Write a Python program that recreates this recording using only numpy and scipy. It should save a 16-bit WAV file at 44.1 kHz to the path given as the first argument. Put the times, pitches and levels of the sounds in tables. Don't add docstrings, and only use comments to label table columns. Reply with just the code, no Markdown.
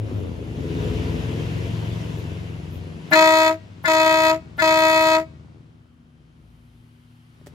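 import sys
import numpy as np
from scipy import signal
from scipy.fft import rfft, irfft, next_fast_len
from scipy.io import wavfile
from scipy.ndimage import uniform_filter1d, map_coordinates

SR = 44100
rng = np.random.default_rng(int(sys.argv[2]) if len(sys.argv) > 2 else 0)


def transcribe(signal):
    frames = np.atleast_2d(signal).T
    limited = np.clip(frames, -1, 1)
    pcm = np.round(limited * 32767).astype(np.int16)
    wavfile.write(sys.argv[1], SR, pcm)


def undo_db(level):
    steps = np.asarray(level, float) / 20
    return 10 ** steps


N = 332514
t = np.arange(N) / SR


def unit(x):
    return x / np.sqrt(np.mean(x ** 2) + 1e-20)


def ramp(u):
    return np.clip(u, 0, 1)


def along(points, hz):
    f, v = np.transpose(points)
    return np.interp(np.log(hz + 1), np.log(f + 1), v)


def curves(rows):
    at, *cols = np.transpose(rows)
    return [np.interp(t, at, c) for c in cols]


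def wobble(rate):
    coarse = t[::64]
    knots = rng.standard_normal(int(N * rate / SR) + 4)
    return np.interp(t, coarse, map_coordinates(knots, [coarse * rate]))


def filtered(x, response):
    m = next_fast_len(N + SR // 2)
    return irfft(rfft(x, m) * response(np.fft.rfftfreq(m, 1 / SR)), m)[..., :N]


def rush(spectrum, alike, patchy_db=0):
    pair = rng.standard_normal((2, N))
    if patchy_db:
        z = signal.stft(pair, nperseg=512)[2]
        field = rng.standard_normal(z.shape[1:])
        field = uniform_filter1d(uniform_filter1d(field, 6, 0), 8, 1)
        pair = signal.istft(z * undo_db(patchy_db * unit(field)), nperseg=512)[1][:, :N]

    def mid_side(hz):
        turn = np.arccos(np.clip(along(alike, hz), -1, 1)) / 2
        return undo_db(along(spectrum, hz)) * [np.cos(turn), np.sin(turn)]

    mid, side = filtered(pair, mid_side)
    return np.array([mid + side, mid - side]) / np.sqrt(np.mean(mid ** 2) + 0.061 * np.mean(side ** 2))


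def line(phase, left_db, right_db, lead):
    return np.sqrt(2) * undo_db(np.c_[[left_db, right_db]]) * np.sin(phase + np.c_[[lead / 2, -lead / 2]])


# (valve opens [s], diaphragm locks [s], valve shuts [s], squeal [dB], hum before the lock [dB])
BLASTS = [
    (3.112, 3.149, 3.489, -11.5, -18),
    (3.838, 3.877, 4.31, -20.5, -32.5),
    (4.577, 4.617, 5.163, -21.5, -34.5),
]
COLD_S = [.006, 0, 0]
# (harmonic, left [dB], right [dB], left lead [rad])
TRUMPET = [(1, -10, -12, 0.0), (2, 1, -4, -0.4), (3, -5, -4, 0.3), (4, -8, -9, -1.1), (5, -13, -31, -2.8),
           (6, -8, -16, -2.2), (7, -12, -11, -3.0), (8, -11, -11, -1.7), (9, -37, -48, 1.5),
           (10, -26, -28, -0.8), (11, -15, -29, 2.8), (12, -26, -25, 1.9), (13, -15, -29, 1.4),
           (14, -22, -27, 0.6), (15, -23, -25, 1.4), (16, -35, -29, 2.4), (17, -32, -33, 1.1),
           (18, -38, -39, -3.0), (19, -30, -36, 0.9), (20, -35, -39, -0.5), (21, -27, -42, -0.3),
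           (22, -27, -37, -0.7), (23, -29, -40, -1.4), (24, -37, -41, 2.2)]
# (harmonic, left [dB], right [dB], left lead [rad])
BEATS = [(1, -27, -30, 0.2), (2, -34, -39, -1.2), (3, -21, -24, 0.3), (4, -24, -29, -0.7),
         (5, -25, -40, 1.0), (6, -20, -35, -0.5), (7, -24, -21, -3.1), (8, -25, -29, -2.3),
         (9, -31, -31, -2.5), (10, -29, -40, -2.3), (11, -33, -29, 1.2), (12, -27, -30, -2.7),
         (13, -30, -33, -2.1), (14, -33, -27, -0.4), (15, -33, -34, 1.2), (16, -37, -33, -1.0),
         (17, -36, -44, -0.6), (18, -45, -34, 0.6), (19, -40, -37, 1.6), (20, -34, -37, 0.3),
         (21, -28, -36, -0.7), (22, -30, -35, -0.8), (23, -26, -31, -2.8), (24, -44, -34, 0.6)]
# (harmonic, then left [dB], right [dB] of each)
FAINT = [(1, -45, -55, -47, -56, -36, -38), (2, -36, -27, -51, -49, -41, -44),
         (3, -31, -28, -38, -45, -38, -40), (4, -34, -35, -34, -39, -36, -35),
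         (5, -30, -38, -30, -33, -29, -42), (6, -28, -46, -41, -38, -22, -29),
         (7, -39, -31, -59, -57, -45, -40), (8, -36, -37, -41, -39, -46, -43),
         (9, -31, -43, -51, -53, -53, -56), (10, -32, -47, -52, -49, -44, -49),
         (11, -59, -42, -71, -48, -55, -49), (12, -33, -38, -35, -38, -36, -49),
         (13, -33, -46, -41, -52, -43, -49), (14, -36, -38, -43, -43, -45, -46),
         (15, -35, -37, -42, -43, -41, -43), (16, -36, -36, -43, -43, -51, -45),
         (17, -48, -43, -44, -49, -56, -46), (18, -47, -43, -41, -43, -45, -47),
         (19, -46, -48, -43, -51, -44, -50), (20, -39, -40, -40, -43, -37, -47),
         (21, -40, -41, -44, -49, -40, -50), (22, -32, -38, -36, -42, -38, -44),
         (23, -40, -40, -44, -48, -45, -46), (24, -47, -41, -49, -42, -51, -45)]
# (frequency [Hz], level [dB])
SQUEAL_LINES = [
    [(1080, -17), (1400, -7), (1720, 0), (2040, -5), (2360, -12), (3760, -22), (4080, -15), (4390, -21)],
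    [(1050, -12), (1430, -1), (1730, 0), (2050, -2), (3480, -14), (3770, -21), (4100, -19), (4910, -19)],
    [(1100, -16), (1430, -2), (1730, 0), (2050, -3), (3480, -14), (3780, -22), (4100, -20), (4910, -19)],
]
LAG_HZ, UNSTEADY_RAD = 16, .3
EAGER_DB = 5
FLICKER_DB, RAGGED_DB = 1.62, 3.2
LINGER_DB_PER_S = 80.5
COLD_DB, COLD_WARMS_S, COLD_HUM_DB = -2, .02, 6.5
AIR_LATE_S = 0.018
CLEAN_DB = 10


def horn():
    out, flow, hush = np.zeros((2, N)), np.zeros(N), np.zeros(N)
    order = np.arange(1, len(TRUMPET) + 1)
    starts = 2.63 + .825 * np.minimum(order, 3.4) ** 2 + .075 * order ** 2
    starts = starts + rng.normal(0, .03, len(TRUMPET)) * (order - 1)
    whole_beat = 2 * np.pi * np.cumsum(pitch()) / SR / 5
    late = catching()
    whole_slip = whole_beat - 2 * np.pi * np.cumsum(LAG_HZ * late) / SR + UNSTEADY_RAD * wobble(22)
    flicker = [FLICKER_DB * wobble(28) for _ in TRUMPET]
    for (opens, locks, shuts, squeal_db, hum_db), modes, cold in zip(BLASTS, SQUEAL_LINES, COLD_S):
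        span = slice(round((opens - .003) * SR), round((shuts + .14) * SR))
        s, beat, slip = t[span], whole_beat[span], whole_slip[span]
        shut, eager = np.maximum(s - shuts, 0), undo_db(EAGER_DB * late[span])
        low_db, mid_db, high_db = pressure(s, opens, locks + cold, shuts, squeal_db, hum_db)
        if cold > 0:
            warming = np.exp(-np.maximum(s - locks - LOCK_S, 0) / COLD_WARMS_S)
            low_db = low_db + COLD_DB * ramp((s - locks) / LOCK_S) * warming
        locked = ramp((s - locks - cold) / 0.036 + .5)
        edge = ramp(np.minimum(s - opens + 0.0029, s[-1] - s) / 0.0062)
        bright = edge * undo_db(low_db + high_db + 8.5)
        brass = locked * bright * np.minimum(undo_db(high_db + 11), 1)
        for (k, *main), (_, *side), start, (_, *extra), shake in zip(TRUMPET, BEATS, starts, FAINT, flicker):
            if k <= 2:
                gain = edge * undo_db(low_db)
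            elif k <= 4:
                gain = edge * undo_db(low_db + mid_db + 2.5)
            else:
                gain = locked * bright if k <= 7 else brass
                gain = gain * undo_db(shake[span] + RAGGED_DB * rng.normal() * ramp(shut / .03))
            if k == 1:
                gain = gain * undo_db(LINGER_DB_PER_S * shut + (cold > 0) * COLD_HUM_DB * (1 - locked))
            phase = 5 * k * beat + start
            beat_phase = phase + slip - np.pi / 2 - side[2] / 2 + main[2] / 2
            tones = line(phase, *main) + locked * eager * line(beat_phase, *side)
            for m, left_db, right_db in zip((2, 3, 4), extra[::2], extra[1::2]):
                tones += locked * eager * line(phase + m * slip - np.pi / 2, left_db, right_db, main[2])
            out[:, span] += gain * tones
        flow[span] = bright * ramp((s - opens) / AIR_LATE_S) ** 2
        hush[span] = CLEAN_DB * locked * (1 - ramp(shut / .014))
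        out[:, span] += undo_db(squeal_db) * squeal(s, opens, locks, modes, .22 * wobble(250)[span])
    jet = air(whole_slip, whole_beat, flow, hush)
    return -out * undo_db(0.65 * wobble(90)) + undo_db(2.5) * jet * undo_db([[.6], [-.6]])


def squeal(s, opens, locks, modes, rough):
    out = 0
    for f, db in modes:
        rise = ramp((s - opens - .002 * f / 1000) / .014) ** 1.3
        swell = rise * ramp((locks - s) / .012 + .6) * undo_db(2 * np.sin(150 * s + f))
        out = out + swell * line(2 * np.pi * f * s + rough * f / 1700, db + 1.5, db - 10, -2.2 * f / 1700)
    return out


HOLD_DB, MIDDLE_DB, HIGH_DB = -17.5, -2.5, -8
OPEN_S, LOCK_S = 0.019, 0.014
BOUNCE_S, BOUNCE_DIES_S, BRIGHT_BOUNCE_DB = .03, 0.075, 3.5
LEAK_MIDDLE_DB, LEAK_AIR_DB = -10.5, -9
FADE_DB, FADE_S = 45.5, 0.12
DULL_MIDDLE_DB, DULL_MIDDLE_S, DULL_HIGH_DB, DULL_HIGH_S = 12.5, 0.051, 8, 0.012
DULLER_DB_PER_S = 30.5
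LAST_AIR_S, LAST_AIR_DB = .058, 3.5
SURPRISE_DB, SETTLE_S = 6, 0.13


def pressure(s, opens, locks, shuts, squeal_db, hum_db):
    caught = ramp((s - locks) / LOCK_S + .5)
    since, shut = np.maximum(s - locks - LOCK_S / 2, 0), np.maximum(s - shuts, 0)
    bounce = np.cos(2 * np.pi * since / BOUNCE_S) * np.exp(-since / BOUNCE_DIES_S)
    held_db = HOLD_DB + SURPRISE_DB * np.exp(-(s - BLASTS[0][1]) / SETTLE_S)
    low_db = hum_db + (held_db - hum_db) * caught
    low_db = low_db - 18 * (1 - ramp((s - opens) / OPEN_S)) - FADE_DB * (shut / FADE_S) ** 2
    mid_db = LEAK_MIDDLE_DB + (MIDDLE_DB - LEAK_MIDDLE_DB) * caught
    mid_db = mid_db - DULL_MIDDLE_DB * ramp(shut / DULL_MIDDLE_S) ** 2
    leak_db = squeal_db + LEAK_AIR_DB - hum_db
    high_db = leak_db + (HIGH_DB + BRIGHT_BOUNCE_DB * bounce - leak_db) * caught
    high_db = high_db - DULL_HIGH_DB * ramp(shut / DULL_HIGH_S) - DULLER_DB_PER_S * shut
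    return low_db, mid_db, high_db - LAST_AIR_DB * ramp((shut - LAST_AIR_S + .015) / .04)


CATCH_HZ = [316.5, 322, 322]
PITCH_HZ, PULL_IN_S, CLIMB_HZ, CLIMB_S, SHUT_HZ, SHUT_S = 317.4, .016, 1.3, .22, 2.4, .05


def pitch():
    hz = np.full(N, float(CATCH_HZ[0]))
    for (opens, locks, shuts, *_), catch_hz in zip(BLASTS, CATCH_HZ):
        since = np.maximum(t - locks, 0)
        blast = PITCH_HZ + (catch_hz - PITCH_HZ) * np.exp(-since / PULL_IN_S)
        blast = blast + CLIMB_HZ * (1 - np.exp(-since / CLIMB_S))
        hz = np.where(t > opens, blast + SHUT_HZ * ramp((t - shuts) / SHUT_S), hz)
    return hz


def catching():
    return sum((t > opens) * np.exp(-np.maximum(t - locks, 0) / .045) for opens, locks, *_ in BLASTS)


# (frequency [Hz], density [dB per Hz])
AIR = [(150, -99), (400, -20), (1000, -5), (2200, 2.5), (3000, -9), (4500, -9), (6000, -16), (7300, -9.5),
       (8000, -23), (8700, -22.5), (10000, -25), (11000, -19), (13500, -24.5), (15000, -21.5), (16000, -25)]
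BUZZ_DB, BUZZ_FROM_HZ = -1.5, 7750


def air(beat, fifth, level, hush):
    turn = beat / (2 * np.pi) % 1
    cycle = fifth * 5 / (2 * np.pi) % 1
    patterns = signal.resample(rng.standard_normal((4, 2, 138)), 138 * 8, axis=2)
    on, buzz = level > 0, np.zeros((2, N))
    shapes = patterns[..., (cycle[on] * patterns.shape[2]).astype(int)]
    buzz[:, on] = unit(sum(undo_db(-1.5 * m) * np.cos(m * beat[on] + m) * shape for m, shape in enumerate(shapes)))
    buzz_gain = (hush / CLEAN_DB) * level * unit((.5 + np.exp(-turn / .4)) * (1.2 + np.exp(-cycle / .3)))
    buzz_gain = undo_db(BUZZ_DB) * buzz_gain * undo_db(2.5 * np.array([wobble(60), wobble(60)]))
    buzz = filtered(buzz_gain * buzz, lambda hz: undo_db(along(AIR, hz)) * (hz > BUZZ_FROM_HZ))
    puffs = level * unit((0.46 + np.exp(-turn / 0.41)) * (0.51 + np.exp(-cycle / 0.36)))
    puffs = puffs * undo_db(-hush) * rng.standard_normal((2, N))
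    return buzz + filtered(puffs, lambda hz: undo_db(along(AIR, hz)))


# (frequency [Hz], density [dB per Hz])
VALVE = [(60, -40.5), (150, -1.5), (400, -10.5), (900, -7), (3000, -21.5), (8000, -41.5)]


def valve():
    pops = np.zeros(N)
    for opens, _, _, squeal_db, _ in BLASTS:
        decay = undo_db(squeal_db - 13.0 - 60 * abs(t - opens) / 0.15)
        pops += (t > opens) * decay * ramp((t - opens) / 0.0037)
    return pops * rush(VALVE, [(300, .9)])


# (time [s], frequency [Hz])
SPEED = [(0, 26.3), (.12, 26), (.3, 21), (.45, 20.1), (.6, 21.3), (.8, 20.2), (1.05, 20.6), (1.27, 21.5),
         (1.64, 22.4), (2.1, 22.3), (2.8, 22.3), (3.1, 23), (3.6, 25), (3.72, 24.5), (3.9, 20.6),
         (4.5, 20.3), (7.54, 20)]
# (time [s], exhaust effort [dB], rolling clatter [dB])
DRIVE = [(0, -35.5, -55.5), (.1, -30.5, -50.5), (.45, -37.5, -52.5), (.83, -28.5, -42.5), (1.3, -32.5, -43),
         (2.04, -35.5, -45), (2.6, -39, -51.5), (3.0, -41, -53.5), (3.17, -44.5, -47.5), (3.43, -53.5, -57),
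         (3.66, -48.5, -59), (3.9, -49, -59), (4.5, -46.5, -60.5), (5.36, -49.5, -64), (5.95, -59.5, -72.5),
         (6.4, -58, -69.5), (7.3, -62.5, -67), (7.54, -51, -63.5)]
# (order, level against exhaust [dB], change once far [dB])
ORDERS_LOW = [(3, -3.5, -4), (4, 0.5, 3.5), (5, -9.5, -8.5), (6, -11, 1.5), (7, 1, 2.1), (8, 1.5, 0.5),
              (9, -19, -0.2)]
# (order, level against exhaust [dB])
UPPER = [(10, -18.5), (12, -11.5), (13, -13.5), (16, -10), (20, -13), (21, -10.5), (24, -18)]
# (frequency [Hz], gain [dB])
PIPE = [(60, 0), (68, -4.5), (82, -4), (102, 6.5), (140, -6.5), (153, -0.5), (165, -4.5), (185, -9.5)]
# (frequency [Hz], density [dB per Hz])
EXHAUST = [(18, -47.5), (30, -24), (75, -8.5), (125, -14), (236, -8), (454, -14.5), (779, -29.5),
           (1500, -38), (1950, -66.5), (3300, -120)]
# (frequency [Hz], density [dB per Hz])
FAR_EXHAUST = [(18, -42), (30, -14), (135, -11.5), (244, -6), (292, -11), (562, -22.5), (1500, -32),
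               (1950, -63.5), (3300, -120)]
# (frequency [Hz], density [dB per Hz])
CLATTER = [(410, -21), (700, 2.5), (779, -9.5), (965, 0), (1180, -8.5), (1610, -5.5), (2440, -6),
           (2720, -4), (3510, -9), (4210, -14.5), (7190, -20), (9000, -34.5), (11700, -58.5), (19800, -120)]
# (frequency [Hz], density [dB per Hz])
FAR_CLATTER = [(410, -35), (700, -5), (1210, -3.5), (1990, -6), (3000, -8.5), (4500, -13.5), (9000, -24.5),
               (19800, -120)]
# (frequency [Hz], density [dB per Hz])
HISS = [(4710, -28), (8000, -6), (8440, 2), (10700, 3.5), (13900, 1.5), (15400, -6.5), (16000, -11.5),
        (16200, -14)]
# (frequency [Hz], left-right likeness [-1 to 1])
ROAR_ALIKE = [(60, 0.34), (180, 0.86), (550, 0.25), (1650, -0.45), (4970, 0.57), (15000, -0.39)]
# (frequency [Hz], left minus right [dB])
ROAR_BALANCE = [(60, 5), (180, 3), (550, 2.5), (1650, 1.5), (4970, 4.5), (15000, 1.5)]
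HISS_DB, HISS_LOST_DB = -19.5, 7.5
RUSTLE_S, RUSTLE_RISE_S, RUSTLE_DB = 6.3, .25, -82.5
LIFT_S, LIFT_HALF_S, LIFT_DB, BURBLE_DB = 3.15, 0.23, -11, 3.5


def engine():
    speed_hz, = curves(SPEED)
    cycle = 2 * np.pi * np.cumsum(speed_hz) / SR
    exhaust_db, clatter_db = curves(DRIVE)
    away = ramp((t - 2.2) / 2.8) * np.pi / 2
    near, far = np.cos(away), np.sin(away)
    idling_db = 12 * ramp((.6 - t) / 0.39)
    lift = np.exp(-((t - LIFT_S) / LIFT_HALF_S) ** 4)

    def order_tone(k, db):
        phase = k * cycle + (0.054 * k - .05) * wobble(5.6) + rng.uniform(0, 2 * np.pi)
        return undo_db(exhaust_db + db + 1.6 * wobble(6.8)) * np.sin(phase)

    tones = np.zeros(N)
    for k, db, far_db in ORDERS_LOW:
        lift_db = (LIFT_DB if k <= 5 else BURBLE_DB) * lift
        load_db = (k >= 5) * idling_db
        tones += order_tone(k, db + lift_db + far_db * far + along(PIPE, k * speed_hz) - load_db)
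    for k, db in UPPER:
        tones += order_tone(k, db - 9 * ramp((t - 1.4) / 0.57) - 30 * away - idling_db)

    def fading(near_spectrum, far_spectrum, patchy_db):
        return near * rush(near_spectrum, ROAR_ALIKE, patchy_db) + far * rush(far_spectrum, ROAR_ALIKE)

    firing = 1 + 0.68 * np.cos(4 * cycle) + 0.052 * np.cos(cycle)
    exhaust = undo_db(exhaust_db - 1.5) * firing * fading(EXHAUST, FAR_EXHAUST, patchy_db=1.5)
    clatter = undo_db(clatter_db) * (1 + 0.04 * np.cos(4 * cycle))
    clatter = clatter * fading(CLATTER, FAR_CLATTER, patchy_db=1.15)
    rustle = undo_db(-92.5) + undo_db(RUSTLE_DB) * ramp((t - RUSTLE_S) / RUSTLE_RISE_S)
    hiss = np.hypot(undo_db(clatter_db + HISS_DB - HISS_LOST_DB * far), rustle) * rush(HISS, ROAR_ALIKE)
    pan = lambda f: undo_db(along(ROAR_BALANCE, f) * np.c_[[.5, -.5]])
    return filtered(np.sqrt(2) * tones + exhaust + clatter + hiss, pan)


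# (time [s], level [dB], half length [s])
SPITS = [
    (0.176, -68.5, .06),
    (2.193, -61.5, .025),
    (2.75, -61, .04),
]
PUFF_S, PUFF_DB = .011, -33.5


def spits():
    level = sum(undo_db(db) * np.exp(-((t - s) / half) ** 2) for s, db, half in SPITS)
    for opens, _, _, squeal_db, _ in BLASTS:
        puff = ramp((t - opens + PUFF_S) / PUFF_S) * np.exp(-np.maximum(t - opens, 0) / .012)
        level += undo_db(squeal_db + PUFF_DB) * puff
    return level * rush([(8000, -28.0), (11000, 2.0), (14500, 2.0), (16000, -5.5)], [(10000, .2)])


# (time [s], hum [Hz], hum [dB], rumble [dB])
IDLE = [(0.0, 107.2, -27.5, -70), (0.57, 114.6, -41, -66), (1.47, 109.5, -33.5, -30.5),
        (1.89, 111.8, -28.5, -37.5), (2.86, 111.8, -49, -48), (3.3, 111, -54, -51), (4.1, 111.3, -49, -51),
        (5.8, 111.9, -52.5, -60.5), (6.1, 111.4, -68.5, -68.5), (6.4, 113, -55.5, -66),
        (7.12, 114.4, -54, -63), (7.54, 114.2, -54, -49)]
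# (frequency [Hz], level [dB])
IDLE_LINES = [(150.7, -62), (183.0, -77.5), (242.2, -62), (323.0, -74.5)]
# (frequency [Hz], density [dB per Hz])
RUMBLE = [(12, -44.5), (20, -14.5), (97, -2), (140, 6.5), (200, -15), (260, -37), (440, -120)]
LOPE_S, LOPE_HALF_S, LOPE_DB = 6.53, 0.34, -53.5


def idle():
    hz, hum_db, rumble_db = curves(IDLE)
    turns = np.cumsum(hz) / SR
    hum = undo_db(hum_db + 2.2 * wobble(11)) * np.sin(2 * np.pi * turns + .4 * wobble(2.8))
    tones = undo_db(LOPE_DB) * np.exp(-((t - LOPE_S) / LOPE_HALF_S) ** 2) * np.sin(np.pi * turns)
    for f, db in IDLE_LINES:
        tones += undo_db(db + 2.5 * wobble(3)) * np.sin(2 * np.pi * f * t + .6 * wobble(5))
    rumble = undo_db(rumble_db - 1.5) * rush(RUMBLE, [(30, .95)], patchy_db=1.5)
    return (np.sqrt(2) * (hum + tones) + rumble) * undo_db([[1.2], [-1.2]])


# (time [s], knock [dB], crack against the knock [dB])
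LATCH = [
    (7.397, -50.5, -30),
    (7.413, -42, -32),
    (7.462, -45, 7),
    (7.469, -29.5, -5.5),
    (7.476, -41, -10),
    (7.488, -47, -8),
    (7.5, -46, -15.5),
]
# (frequency [Hz], width [Hz], level [dB])
DOOR = [(253, 30, 0), (386, 37, 0), (586, 65, -4), (1900, 120, -16.5)]


def latch():
    blows, cracks = np.zeros(N), np.zeros((2, N))
    for s, db, crack_db in LATCH:
        blows[round(s * SR)] = undo_db(db + 36.5)
        cracks += (t > s) * undo_db(db + crack_db - 12.5 - 60 * abs(t - s) / 0.05)

    def panel(f):
        return sum((-1) ** k * undo_db(db) * 1j * f * w / (c * c - f * f + 1j * f * w)
                   for k, (c, w, db) in enumerate(DOOR))

    rattle = rush([(300, -0.5), (3000, -2), (8000, -7.0), (16000, -14.0)], [(300, 0.39)])
    return filtered(blows, panel) + cracks * rattle


# (frequency [Hz], decay by 60 dB [s])
TREES = [(300, .7), (900, .5), (2000, .62), (4500, .6), (8000, .4)]


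def trees(x):
    out = np.zeros((2, N + 2 * SR))
    for opens, _, shuts, *_ in BLASTS:
        hz, s, z = signal.stft(rng.standard_normal((2, SR)), SR, nperseg=256)
        tail = signal.istft(z * undo_db(-60 * s / along(TREES, hz)[:, None]), SR, nperseg=256)[1]
        first = round((opens - .02) * SR)
        blast = x[:, first:round((shuts + .15) * SR)]
        echo = signal.fftconvolve(blast, tail / np.linalg.norm(tail[0]), axes=1)
        out[:, first + 1500:][:, :echo.shape[1]] += echo
    return out[:, :N]


# (frequency [Hz], density [dB per Hz])
TYRES = [(500, -32), (1000, -3), (1400, 0), (1800, -8), (2600, -30)]
PASSING_S, PASSING_HALF_S, PASSING_DB = 5.9, .35, -75


def passing():
    swell = np.exp(-((t - PASSING_S) / PASSING_HALF_S) ** 2)
    return undo_db(PASSING_DB) * swell * rush(TYRES, [(1000, 0.44)])


# (time [s], level [dB])
INSECTS = [
    (5.3, -97.5),
    (5.7, -83),
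    (6.4, -82.5),
    (7.2, -77.5),
    (7.54, -82.5),
]
# (frequency [Hz], density [dB per Hz])
CRICKETS = [(2100, -31), (2600, -6), (3100, 0), (3350, -6), (3800, -29)]
# (frequency [Hz], density [dB per Hz])
HIGH_BAND = [(8500, -39), (9600, -5), (10300, 1), (11000, -7), (12500, -39)]
CRICKETS_DB = 1


def insects():
    trill_db, = curves(INSECTS)
    flutter = undo_db(trill_db + 4.3 * np.array([wobble(30), wobble(30)]))
    trill = flutter * np.sin(2 * np.pi * 3140 * t + 3 * wobble(70))
    band = undo_db(trill_db + CRICKETS_DB) * rush(CRICKETS, [(3000, .2)])
    high_band_db, = curves([(3, -74), (3.3, -91), (6, -90.5), (6.6, -84.5)])
    return trill + band + undo_db(high_band_db) * rush(HIGH_BAND, [(10000, .2)])


def scene():
    blasts = horn() + valve()
    echo = undo_db(-33.5) * trees(blasts)
    return blasts + echo + engine() + spits() + idle() + insects() + passing() + latch()


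def low_pass(x):
    return signal.sosfilt(signal.butter(12, 16610, fs=SR, output="sos"), x)


def record(dry):
    x = filtered(dry, lambda hz: (hz < 15900) * hz ** 2 / (hz ** 2 + 30 ** 2))
    x = x / (1 + abs(x) ** 8) ** (1 / 8)
    return low_pass(x)


dry = scene()
out = record(dry)
transcribe(out)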